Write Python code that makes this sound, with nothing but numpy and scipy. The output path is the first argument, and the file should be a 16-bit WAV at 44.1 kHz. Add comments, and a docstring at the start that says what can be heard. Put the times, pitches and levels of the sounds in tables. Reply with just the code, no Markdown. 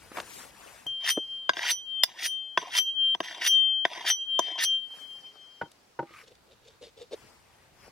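"""In a snowy wood a sleeve of coated cloth rustles, on and off throughout, and hands and boots thump.
A knife is clapped on an axe head and drawn along its edge seven times: noisy slips drive the held blades.
The axe head rings in dying modes, and the lowest fades in and out as its lobes turn past two ports.
The axe is laid on a stump, which knocks in short wooden modes, and a hand slides off it; then the knife saws
through a cord round a hollowed log, whose resonance drums. Behind lie filtered noises of breeze and trees."""
import sys
import numpy as np
from scipy import signal
from scipy.io import wavfile
from scipy.ndimage import uniform_filter1d

SR = 44100
rng = np.random.default_rng(int(sys.argv[2]) if len(sys.argv) > 2 else 0)


def pcm_store(signal):
    """Save signal as 16-bit PCM."""
    levels = np.round(np.clip(np.atleast_2d(signal), -1, 1) * 32767)
    wavfile.write(sys.argv[1], SR, levels.astype(np.int16).T)


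N = 348951

# lowest mode of the axe head: pitch, decay, sound left at a null, left over right, half angle between ports
RING_HZ, RING_DB_PER_S, LEAK_DB, RING_PAN_DB, PORTS_DEG = 3151.2, -33.5, -24.5, 5, 4.7
# spells in which the lowest mode of the axe head rings, free or under the knife: start_s, stop_s
RING_SPELLS = [(.867, 1.085), (1.105, 1.494), (1.725, 2.036), (2.263, 2.575), (2.785, 3.15), (3.478, 3.853),
               (4.1, 4.393), (4.395, 4.635), (4.648, 5.69)]
# face-on level at the start of each ringing spell: level_db
RING_LEVELS = [-31.5, -27.5, -21, -30, -13.5, -15.5, -16.5, -31.5, -21]
# turning of the axe head, 0 and 180 face-on, 90 edge-on: time_s, lobe_deg
FACING = [(0.87, 22), (1.11, 13), (1.142, 79), (1.165, 47), (1.23, 51), (1.274, 76), (1.33, 26), (1.49, 47),
          (1.73, 95), (1.785, 81.4), (1.845, 88), (1.98, 132.5), (2.03, 175), (2.27, 95), (2.338, 175),
          (2.442, 130), (2.57, 116), (2.795, 98.6), (2.828, 92), (2.887, 71), (2.943, 87.4), (3.04, 148),
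          (3.148, 163), (3.48, 103), (3.558, 153), (3.692, 137), (3.85, 133), (4.11, 109), (4.168, 87),
          (4.226, 72.5), (4.27, 93.5), (4.345, 135), (4.58, 170), (4.65, 107), (4.74, 153), (4.808, 99),
          (4.838, 107), (4.881, 92), (4.925, 70.6), (4.972, 87), (5.044, 109.5), (5.074, 98), (5.114, 117),
          (5.176, 115), (5.215, 95), (5.261, 44), (5.345, 94), (5.417, 125), (5.6, 124), (5.635, 102),
          (5.658, 145), (5.69, 77)]
# upper modes of the axe head: pitch_hz, relative_db, t60_s
STEEL_MODES = [(5945, 0, .2), (9538, 0, .16), (13860, 0, .17), (4604, -20, .05), (15000, -8, .06)]

# strokes of the knife along the edge: leaves_edge_s, drag_s, flick_s, bear_down_s, bite_s,
# early_drag_db, late_drag_db, bite_db, flick_end_db, handle_db, tip_hiss_db,
# second_mode_db, third_mode_db and top_modes_db (both relative to the second mode)
STROKES = [(1.1047, 0.036, 0.069, 0.014, 0.026, -56, -49.5, -38.5, -29, -54, -23, -26, -6.5, -11),
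           (1.7144, .12, 0.054, 0.015, 0.041, -49, -32.5, -32, -38, -46.5, -25.5, -21.5, -14.5, -31),
           (2.2598, 0.087, 0.1, 0.021, 0.022, -54.5, -58.5, -47, -33.5, -56.5, -26.5, -29.5, -1, -17),
           (2.7846, 0.12, 0.089, .012, 0.058, -49.5, -53.5, -33.5, -28.5, -47, -25, -22, -31, -14),
           (3.4754, .165, 0.081, .015, .025, -41.5, -51.5, -39, -30.5, -48, -24, -19, -10, -16.5),
           (4.1042, 0.18, 0.058, 0.067, 0.024, -48, -47.5, -27.5, -31.5, -43.5, -24, -17.5, -35, -34),
           (4.6427, 0.19, 0.066, 0.089, 0.01, -48, -59, -35, -35.5, -46, -23, -23.5, -34, -28)]
# both blades in contact: centre_hz, width_hz, relative_db
HELD_BLADES = [(1575, 110, -3.5), (1939, 240, 8), (2260, 820, 9), (2782, 250, 8), (3263, 260, 10),
               (3550, 123, 4.5), (4480, 550, 3.5), (5097, 150, 3), (6240, 130, -5)]
# knife handle: centre_hz, width_hz, relative_db
HANDLE = [(350, 104, -15), (688.3, 97, -6), (1004, 95, -2.5)]
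# spectral shape of the hiss near the tip: frequency_hz, density_db (per Hz)
TIP_SPECTRUM = [(6000, 0.5), (7500, -11.5), (9700, -0.5), (11500, -12), (14000, -9), (16000, -25.5)]
CLEAR_S, LIFT_S = 0.036, 0.042  # the blades part; the tip has slid off
CHATTER_DB = 0.5  # rms unsteadiness of the hand's pressure
TOUCH_DB, LIFT_DB = -12.5, -48.5  # first touch re the drag; once clear re the flick
DRAG_HISS_DB, LATE_HISS_DB, LATE_HISS_S = -12.5, -11, 0.027  # re the drag; before its last swell re peak; swell
HISS_LIFT_DB, HANDLE_LIFT_DB = -39.5, -29  # ends of hiss and handle re their levels before
# catches of the edge on a burr: start_s, peak_db
CATCHES = [(1.0834, -22), (1.5338, -27.5), (2.2548, -21.5), (2.6399, -45), (2.7506, -15.5), (3.249, -42),
           (3.4291, -29), (3.9327, -30), (4.0563, -36), (4.0815, -26)]
# knife meets axe: start_s, peak_db, handle_db (re peak), brightness_db_per_octave, upper_modes_db (re peak)
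CLAPS = [(0.865, -46.5, 2, 15.5, -7), (1.493, -7, -7.5, -7, -50), (1.569, -22, -11.5, -12, -44),
         (1.5924, -18.5, -19, -10.5, -46), (2.035, -3, -20.5, 5, -44), (2.5748, -10.5, -2, -5.5, -29.5),
         (3.1483, -23, -1, -4.5, -34), (3.204, -18.5, 0.5, -2.5, -27), (3.8518, -8, -4.5, -10, -45),
         (4.3917, -14, 3.5, 2.5, -27)]

# modes of the axe lying on the stump: pitch_hz, relative_db, t60_s
STUMP_MODES = [(150, 9, 0.054), (339, 8, 0.086), (518, 13.5, 0.033), (601, 3.5, 0.062), (811, -2.5, 0.145),
               (930, 6.5, 0.093), (1214, -20.5, 0.048), (1475, 8.5, 0.041), (1740, -25.5, 0.047),
               (2030, -11, 0.064), (2970, -3.5, 0.031)]
# knocks of the axe on the stump: start_s, peak_db, favoured_pitch_hz
KNOCKS = [(5.613, -19.5, 1490), (5.656, -45, 900), (5.99, -21.5, 880), (6.026, -32, 393),
          (6.105, -48.5, 330)]
# dull thumps of hand and boot: start_s, peak_db, low_edge_hz, high_edge_hz
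THUMPS = [(0.115, -34.5, 159, 1100), (0.17, -24.5, 350, 1900), (0.181, -24, 298, 1600),
          (0.197, -33.5, 196.2, 1240), (0.86, -36.5, 99, 900), (1.172, -19, 287, 573),
          (4.903, -50, 450, 1400), (4.936, -47.5, 340, 1100), (5.354, -47, 380, 1200),
          (7.876, -45, 280, 600)]
# small dry ticks: start_s, peak_db, centre_hz
TICKS = [(0.2006, -25, 2840), (5.716, -43.5, 5440), (6.3526, -49.5, 4400)]
# pulls of the knife on the cord: strongest_s, rise_s, fall_s, hollow_db, fibres_db (re hollow)
PULLS = [(6.24, 0.014, 0.018, -60, 0), (6.28, 0.017, 0.019, -57.5, 3), (6.312, .017, 0.03, -54.5, -7.5),
         (6.522, 0.063, .03, -58, -5), (6.678, 0.06, 0.087, -58.5, 0), (6.826, 0.015, 0.015, -42, -12),
         (6.852, 0.04, 0.05, -51, -0.5), (6.98, .018, .03, -51.5, -5), (7.018, .028, 0.041, -47, -5.5),
         (7.137, 0.028, 0.017, -33.5, -11)]
# resonance of the hollowed log: centre_hz, width_hz, relative_db
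HOLLOW = [(465, 174, 0)]
# resonances of the cord fibres: centre_hz, width_hz, relative_db
FIBRES = [(3355, 2100, 7.5), (3690, 99, 17.5), (4300, 380, -4.5), (8040, 280, -20)]
# hand sliding off the axe: strongest_s, rise_s, fall_s, level_db
SLIDES = [(6.215, 0.16, .017, -51.5)]
# resonances under the sliding palm: centre_hz, width_hz, relative_db
PALM = [(1200, 100, -1), (2190, 780, -7)]
# rubs of the sleeve: strongest_s, rise_s, fall_s, hiss_db, folds_db (re hiss), cloth_weight_db (re hiss)
RUBS = [(.06, .2, 0.22, -62.5, -21, -1), (.18, 0.05, 0.058, -57, -17, 5), (.4, 0.28, 0.11, -50.5, -24, -5),
        (.67, 0.28, 0.32, -58, -25, -2), (1.36, 0.39, 0.063, -74, 6.5, 0.5),
        (4.99, 0.16, 0.084, -64, -1.5, -1), (5.1, 0.16, 0.26, -68.5, -15, -5),
        (5.3, 0.32, 0.86, -88, 22, 14), (6.2, 0.12, 0.071, -66, -4, -2), (7.19, 0.081, 0.38, -67, -3, 1),
        (7.62, 0.17, 0.17, -74.5, -15, 2.5), (7.86, 0.13, 0.072, -67, 3.5, 2.5)]
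PULL_EDGE_DB, RUB_EDGE_DB = -19, -20  # both ends of a pull and of a rub re their peak

# spread of phase between the ports for a width of 1: frequency_hz, phase_rad
PORT_SPREAD = [(200, .4), (2000, 0.62), (6000, .7), (9000, 2)]
# air on the ports, before its shares are mixed: time_s, level_db
BREEZE = [(0, -58), (1.3, -69), (2, -76.5), (5.5, -84.5), (6.3, -65.5), (7.91, -62.5)]
# spectral shape of the wood's background: frequency_hz, density_db (per Hz)
WOODS_SPECTRUM = [(15, -54), (25, -16.5), (317, -9.5), (796, -9.5), (2000, -16), (3430, -18), (4250, -17.5),
                  (16000, -32)]
# left-right likeness of the background: frequency_hz, correlation
WOODS_LIKENESS = [(60, 0.98), (600, .2), (6000, 0.065)]
WOODS_DB, EDGE_HZ = -63, 16050  # rms of the background; upper band edge of the recorder


def axe_ring():
    """Directional radiation: a dying tone whose lobes swing past the ports while its pitch bends a little."""
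    level, t = np.zeros(N), np.arange(N) / SR
    for (start, stop), db in zip(RING_SPELLS, RING_LEVELS):
        elapsed = np.arange(0, stop - start, 1 / SR)
        add(level, start, gain_of(db + RING_DB_PER_S * elapsed))
    side = np.array([[1], [-1]])  # left, right
    facing = uniform_filter1d(np.interp(t, *np.transpose(FACING)), size=400) + PORTS_DEG * side
    lobes = np.cos(np.radians(facing)) + 1j * gain_of(LEAK_DB)  # the leak is a quarter turn out of phase
    lobes = lobes * gain_of(RING_PAN_DB / 2 * side)
    bend_hz = 0.98 * evened(band(rng.standard_normal(N), 2.7, 25))
    turns = np.cumsum(RING_HZ + bend_hz) / SR
    tone = (lobes * np.exp(2j * np.pi * turns)).real
    return np.sqrt(2) * uniform_filter1d(level, size=120) * tone


def releases():
    """Free vibration: the upper modes swell over the last slips of the tip, then die exponentially."""
    out, t = np.zeros(N), np.arange(round(0.4 * SR)) / SR
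    swell = 1 - np.exp(-t / 0.00047)
    for s, *_, second_db, third_db, top_db in STROKES:
        for (hz, mode_db, t60), rel_db in zip(STEEL_MODES, [0, third_db, top_db, 0, top_db]):
            decay = gain_of(second_db + mode_db + rel_db - 60 * t / t60)
            add(out, s, decay * swell * np.sin(2 * np.pi * (hz * t + rng.random())))
    return out


def strokes():
    """Stick-slip: slips of edge on edge drive the held blades, the handle and, near the tip, a bright hiss."""
    blades, handle, tip = contact()
    slips = grit(180, 2.0)
    rasp = np.zeros(N)
    for hz, width, db in HELD_BLADES:  # two passes, each broadened, narrow the resonance again
        once = resonate(slips, [(hz, 1.7 * width, 0)])
        rasp += resonate(once, [(hz, 1.7 * width, db)])
    rasp += 0.023 * band(slips, 687, 9900)
    scrape = gain_of(4) * blades * patchy(rasp, 2.5)
    scrape += handle * patchy(resonate(slips, HANDLE), 5.54)
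    scrape += tip * patchy(band(grit(1000, 0.62), 3700, 18000), 1.0, TIP_SPECTRUM)
    steel = [(hz, np.log(1000) / (np.pi * t60), db) for hz, db, t60 in STEEL_MODES]
    singing = gain_of(9.5) * resonate(tip * slips, steel)
    # the lowest modes keep singing under the knife, damped by the contact
    held_ring = gain_of(26.5) * resonate(blades * slips, [(RING_HZ, 14, 0), (STEEL_MODES[0][0], 25, -8)])
    return scrape + singing + held_ring


def contact():
    """Contact force: gains of blades, handle and tip through a slow drag, a quick flick and the lift."""
    out = np.zeros((3, N))
    for (off, drag_s, flick_s, touch_s, bite_s, early_db, late_db, bite_db, flick_db,
         handle_db, hiss_db, *_) in STROKES:
        flick = off - flick_s
        start = flick - drag_s
        touch, clear, end = start + touch_s, off + CLEAR_S, off + LIFT_S
        t = np.arange(start, end, 1 / SR)
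        blades = np.interp(t, [start, touch, flick, flick + bite_s, off, clear],
                           [early_db + TOUCH_DB, early_db, late_db, bite_db, flick_db, flick_db + LIFT_DB])
        handle = np.interp(t, [start, touch, off, clear],
                           handle_db + np.array([TOUCH_DB, 0, 0, HANDLE_LIFT_DB]))
        tip = np.interp(t, [start, flick, off - LATE_HISS_S, off, end],
                        [early_db + DRAG_HISS_DB, late_db + DRAG_HISS_DB, hiss_db + LATE_HISS_DB,
                         hiss_db, hiss_db + HISS_LIFT_DB])
        add(out, start, gain_of([blades, handle, tip]))
    out[:2] *= gain_of(CHATTER_DB * evened(band(rng.standard_normal(N), 15, 44)))
    return uniform_filter1d(out, size=90)


def claps():
    """Impact: the held blades clank for milliseconds, the handle thuds, the upper steel modes ring on."""
    out = np.zeros(N)
    for s, db, handle_db, tilt_db, steel_db in CLAPS:
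        add(out, s, gain_of(db) * rung(damped(HELD_BLADES, 0.65), tilt_db, 0.00091, 632.3))
        add(out, s, gain_of(db + handle_db) * rung(damped(HANDLE, 1.03), 0, 0.00094, 280))
        add(out, s, gain_of(db - 18.5) * thud(0.031, 870, 3200))
        add(out, s, gain_of(db + steel_db) * rung(STEEL_MODES, -26.0, 0.0053, 3000))
        add(out, s, gain_of(db - 17.0 + 1.6 * tilt_db) * thud(0.021, 4000, 14000))
        add(out, s, gain_of(db + handle_db - 26.0) * thud(0.047, 140, 420))
    return out


def edge_catches():
    """Impulsive excitation: a catch on a burr gives a small clank of the held blades and handle."""
    out = np.zeros(N)
    for s, db in CATCHES:
        add(out, s, gain_of(db) * rung(damped(HELD_BLADES + HANDLE, 0.31), 0.41, 0.00071, 500))
    return out


def wood_and_snow():
    """Modal impact: where the axe lands favours nearby stump modes; thumps and ticks are short puffs."""
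    out = np.zeros(N)
    for s, db, spot_hz in KNOCKS:
        modes = [(hz, mode_db - 6.2 * abs(np.log2(hz / spot_hz)), t60) for hz, mode_db, t60 in STUMP_MODES]
        add(out, s, gain_of(db) * rung(modes, 0, 0.002, 80))
        add(out, s, gain_of(db - 13.0) * thud(0.11, 114, 404))
        add(out, s, gain_of(db - 9.5) * thud(0.046, 460, 1430))
    for s, db, lo_hz, hi_hz in THUMPS:
        add(out, s, gain_of(db) * thud(0.035, lo_hz, hi_hz))
    for s, db, hz in TICKS:
        add(out, s, gain_of(db) * thud(0.014, hz / 3.1, hz * 1.55))
    return out


def sawing():
    """Driven resonance: slips of the cord's catching, parting fibres drum in the hollow of the log."""
    hollow, fibres = swells(PULLS, PULL_EDGE_DB, 1.33)
    slips = grit(220, 2.0)
    drumming = evened(resonate(resonate(slips, HOLLOW), HOLLOW))
    tearing = patchy(band(resonate(slips, FIBRES), 1800, 9200), 2.0)
    return hollow * drumming + fibres * tearing


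def slide():
    """Sliding friction: skin drags over steel that lies on wood and stops short."""
    return swells(SLIDES, -12.5, 1.8)[0] * patchy(resonate(grit(150, 1.0), PALM), 2.2)


def sleeve():
    """Friction noise: coated cloth rubs on itself as hiss, a band of folds and a low drag."""
    hiss, folds, weight = swells(RUBS, RUB_EDGE_DB, 1.83)
    rub = patchy(rng.standard_normal(N), 2.6)
    out = gain_of(4.5) * hiss * evened(band(rub, 1720, 10800))
    out += folds * evened(band(rub, 3800, 5540))
    return out + gain_of(9) * weight * evened(band(rub, 210, 2850))


def echoes(x):
    """Scattering: trunks and snow return sparse taps of either sign, dying by 60 dB in 0.12 s."""
    t = np.arange(6000) / SR
    taps = rng.choice([-1., 1.], (2, 6000)) * (rng.random((2, 6000)) < 0.05)
    taps = taps * gain_of(-60 * t / 0.12) * (t > 0.003)
    return signal.oaconvolve(x[None], taps / np.linalg.norm(taps[0]), axes=1)[:, :N]


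def breeze():
    """Turbulence: lumpy low air, partly unrelated and partly shared at the two ports."""
    left, right, both = (evened(band(rng.standard_normal(N), 45, 150)) for _ in range(3))
    lumps = gain_of(2.5 * evened(band(rng.standard_normal(N), 0.96, 7.2)))
    level = gain_of(np.interp(np.arange(N) / SR, *np.transpose(BREEZE)))
    return level * lumps * (0.36 * np.array([left, right]) + 0.41 * both)


def woods():
    """Diffuse field: faint air in the trees and microphone hiss, less alike at the ports in the treble."""
    frames, hz = N // 256 + 5, np.fft.rfftfreq(1024, 1 / SR)
    a, b, c, d, patches = rng.standard_normal((frames, 513, 5)).T
    patches = uniform_filter1d(patches, size=10, axis=0)
    patches = evened(uniform_filter1d(patches, size=14, axis=1))
    same = np.clip(read(WOODS_LIKENESS, hz), -1, 1)[:, None]
    left, other = a + 1j * b, c + 1j * d
    right = same * left + np.sqrt(1 - same ** 2) * other
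    z = np.array([left, right]) * gain_of(read(WOODS_SPECTRUM, hz)[:, None] + 1.3 * patches)
    return gain_of(WOODS_DB) * evened(signal.istft(z, nperseg=1024, noverlap=768)[1][:, :N])


def ports(x, pan_db, wide):
    """Diffraction: drifting phase and level gaps between the two ports; positive pan_db favours the left."""
    hz, t, z = signal.stft(x, SR, nperseg=256)
    gaps = uniform_filter1d(rng.standard_normal((len(t), len(hz), 2)), size=25, axis=0)
    phase, level = evened(uniform_filter1d(gaps, size=7, axis=1)).T
    spread = wide * read(PORT_SPREAD, hz)[:, None]
    half = np.exp(spread / 2 * (1j * phase + 0.068 * level)) * gain_of(pan_db / 2)
    return signal.istft(np.array([z * half, z / half]), SR, nperseg=256)[1][:, :N]


def grit(per_s, spread_db):
    """Random slips: noise under a train of short decaying bumps of uneven size."""
    sizes = gain_of(spread_db * np.minimum(rng.exponential(1, N), 4))
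    slips = sizes * (rng.random(N) < per_s / SR)
    bumps = signal.lfilter([1], [1, -0.985], slips)
    return evened((1 + bumps) * rng.standard_normal(N))


def resonate(x, peaks):
    """Superposition: a sum of two-pole resonances of alternating sign."""
    out = np.zeros(len(x))
    for k, (hz, width, db) in enumerate(peaks):
        out += (-1) ** k * gain_of(db) * signal.lfilter(*signal.iirpeak(hz, hz / width, SR), x)
    return out


def damped(peaks, loss):
    """Bandwidth sets decay: resonances become modes with t60 = ln(1000) / (pi width loss), scattered a little."""
    modes = []
    for hz, width, db in peaks:
        t60 = np.log(1000) / (np.pi * width * loss)
        modes.append((hz * rng.uniform(0.95, 1.04), db + 4.5 * rng.standard_normal(), t60))
    return modes


def rung(modes, tilt_db, rise_s, low_hz):
    """Modal decay: modes tilted in dB per octave about 1 kHz swell during contact and die; peak 1."""
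    hz, db, t60 = np.transpose(modes)[:, :, None]
    t = np.arange(SR // 3) / SR
    decay = gain_of(db + tilt_db * np.log2(hz / 1000) - 60 * t / t60)
    x = decay * np.sin(2 * np.pi * (hz * t + rng.random(hz.shape)))
    # keeps each sound's own range and removes the offset left by random starting phases
    x = band(x.sum(0) * (1 - np.exp(-t / rise_s)), low_hz, 15000)
    return x / abs(x).max()


def thud(seconds, lo_hz, hi_hz):
    """Damped impact noise: a dying filtered puff, peak 1."""
    t = np.arange(4000) / SR
    envelope = gain_of(-60 * t / seconds) * (1 - np.exp(-t / seconds / 0.065))
    x = band(rng.standard_normal(4000) * envelope, lo_hz, hi_hz)
    return x / abs(x).max()


def patchy(x, patchy_db, spectrum=((1, 0), (2, 0))):
    """Time-varying filtering: colours x and lets patches of its short-time spectrum come and go."""
    hz, t, z = signal.stft(x, SR, nperseg=512)
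    patches = uniform_filter1d(rng.standard_normal((len(t), len(hz))), size=3, axis=0)
    patches = evened(uniform_filter1d(patches, size=5, axis=1)).T
    gain = gain_of(read(spectrum, hz)[:, None] + patchy_db * patches)
    return evened(signal.istft(z * gain, SR, nperseg=512)[1][:N])


def swells(rows, edge_db, pointed):
    """Envelopes: gains rise to each row's strongest moment and fall, one curve for every level column."""
    out = np.zeros((len(rows[0]) - 3, N))
    for top, rise_s, fall_s, db, *rel in rows:
        start, end = max(top - rise_s, 0), top + fall_s
        t = np.arange(start, end, 1 / SR)
        arch_db = edge_db * abs(np.interp(t, [top - rise_s, top, end], [-1, 0, 1])) ** pointed
        add(out, start, gain_of(db + arch_db + np.array([0] + rel)[:, None]))
    return uniform_filter1d(out, size=90)


def band(x, lo_hz, hi_hz):
    """Band-pass filtering."""
    edges = [lo_hz, min(hi_hz, SR / 2.1)]
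    return signal.sosfilt(signal.butter(2, edges, "band", fs=SR, output="sos"), x)


def gain_of(db):
    """Logarithmic level: decibels to an amplitude factor."""
    return 10 ** (np.asarray(db) / 20)


def evened(x):
    """Normalisation to unit rms."""
    return x / np.sqrt(np.mean(x ** 2) + 1e-20)


def read(points, hz):
    """Interpolation of a spectrum table on a logarithmic frequency axis."""
    f, value = np.transpose(points)
    return np.interp(np.log(hz + 1), np.log(f + 1), value)


def add(mix, s, sound):
    """Superposition: adds a sound into the mix from second s."""
    part = mix[..., round(s * SR):][..., :sound.shape[-1]]
    part += sound[..., :part.shape[-1]]


def scene():
    """Superposition of direct sound at the ports, faint echoes and the open-air background."""
    steel = strokes() + edge_catches() + claps()
    released = releases()
    wood = wood_and_snow() + sawing() + slide()
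    near = ports(steel, 1.1, 1.3) + ports(released, -2.5, 0.6)
    near += ports(wood, 0.92, 0.99) + ports(sleeve(), 5.2, 2.25)
    scattered = gain_of(-18.5) * echoes(steel + released + wood)
    return near + axe_ring() + scattered + breeze() + woods()


def record(dry):
    """Band limitation: a linear-phase low-pass stands for the recorder."""
    lowpass = signal.firwin(511, EDGE_HZ, window=("kaiser", 9), fs=SR)
    return signal.oaconvolve(dry, lowpass[None], "same", axes=1)


dry = scene()
out = record(dry)
pcm_store(out)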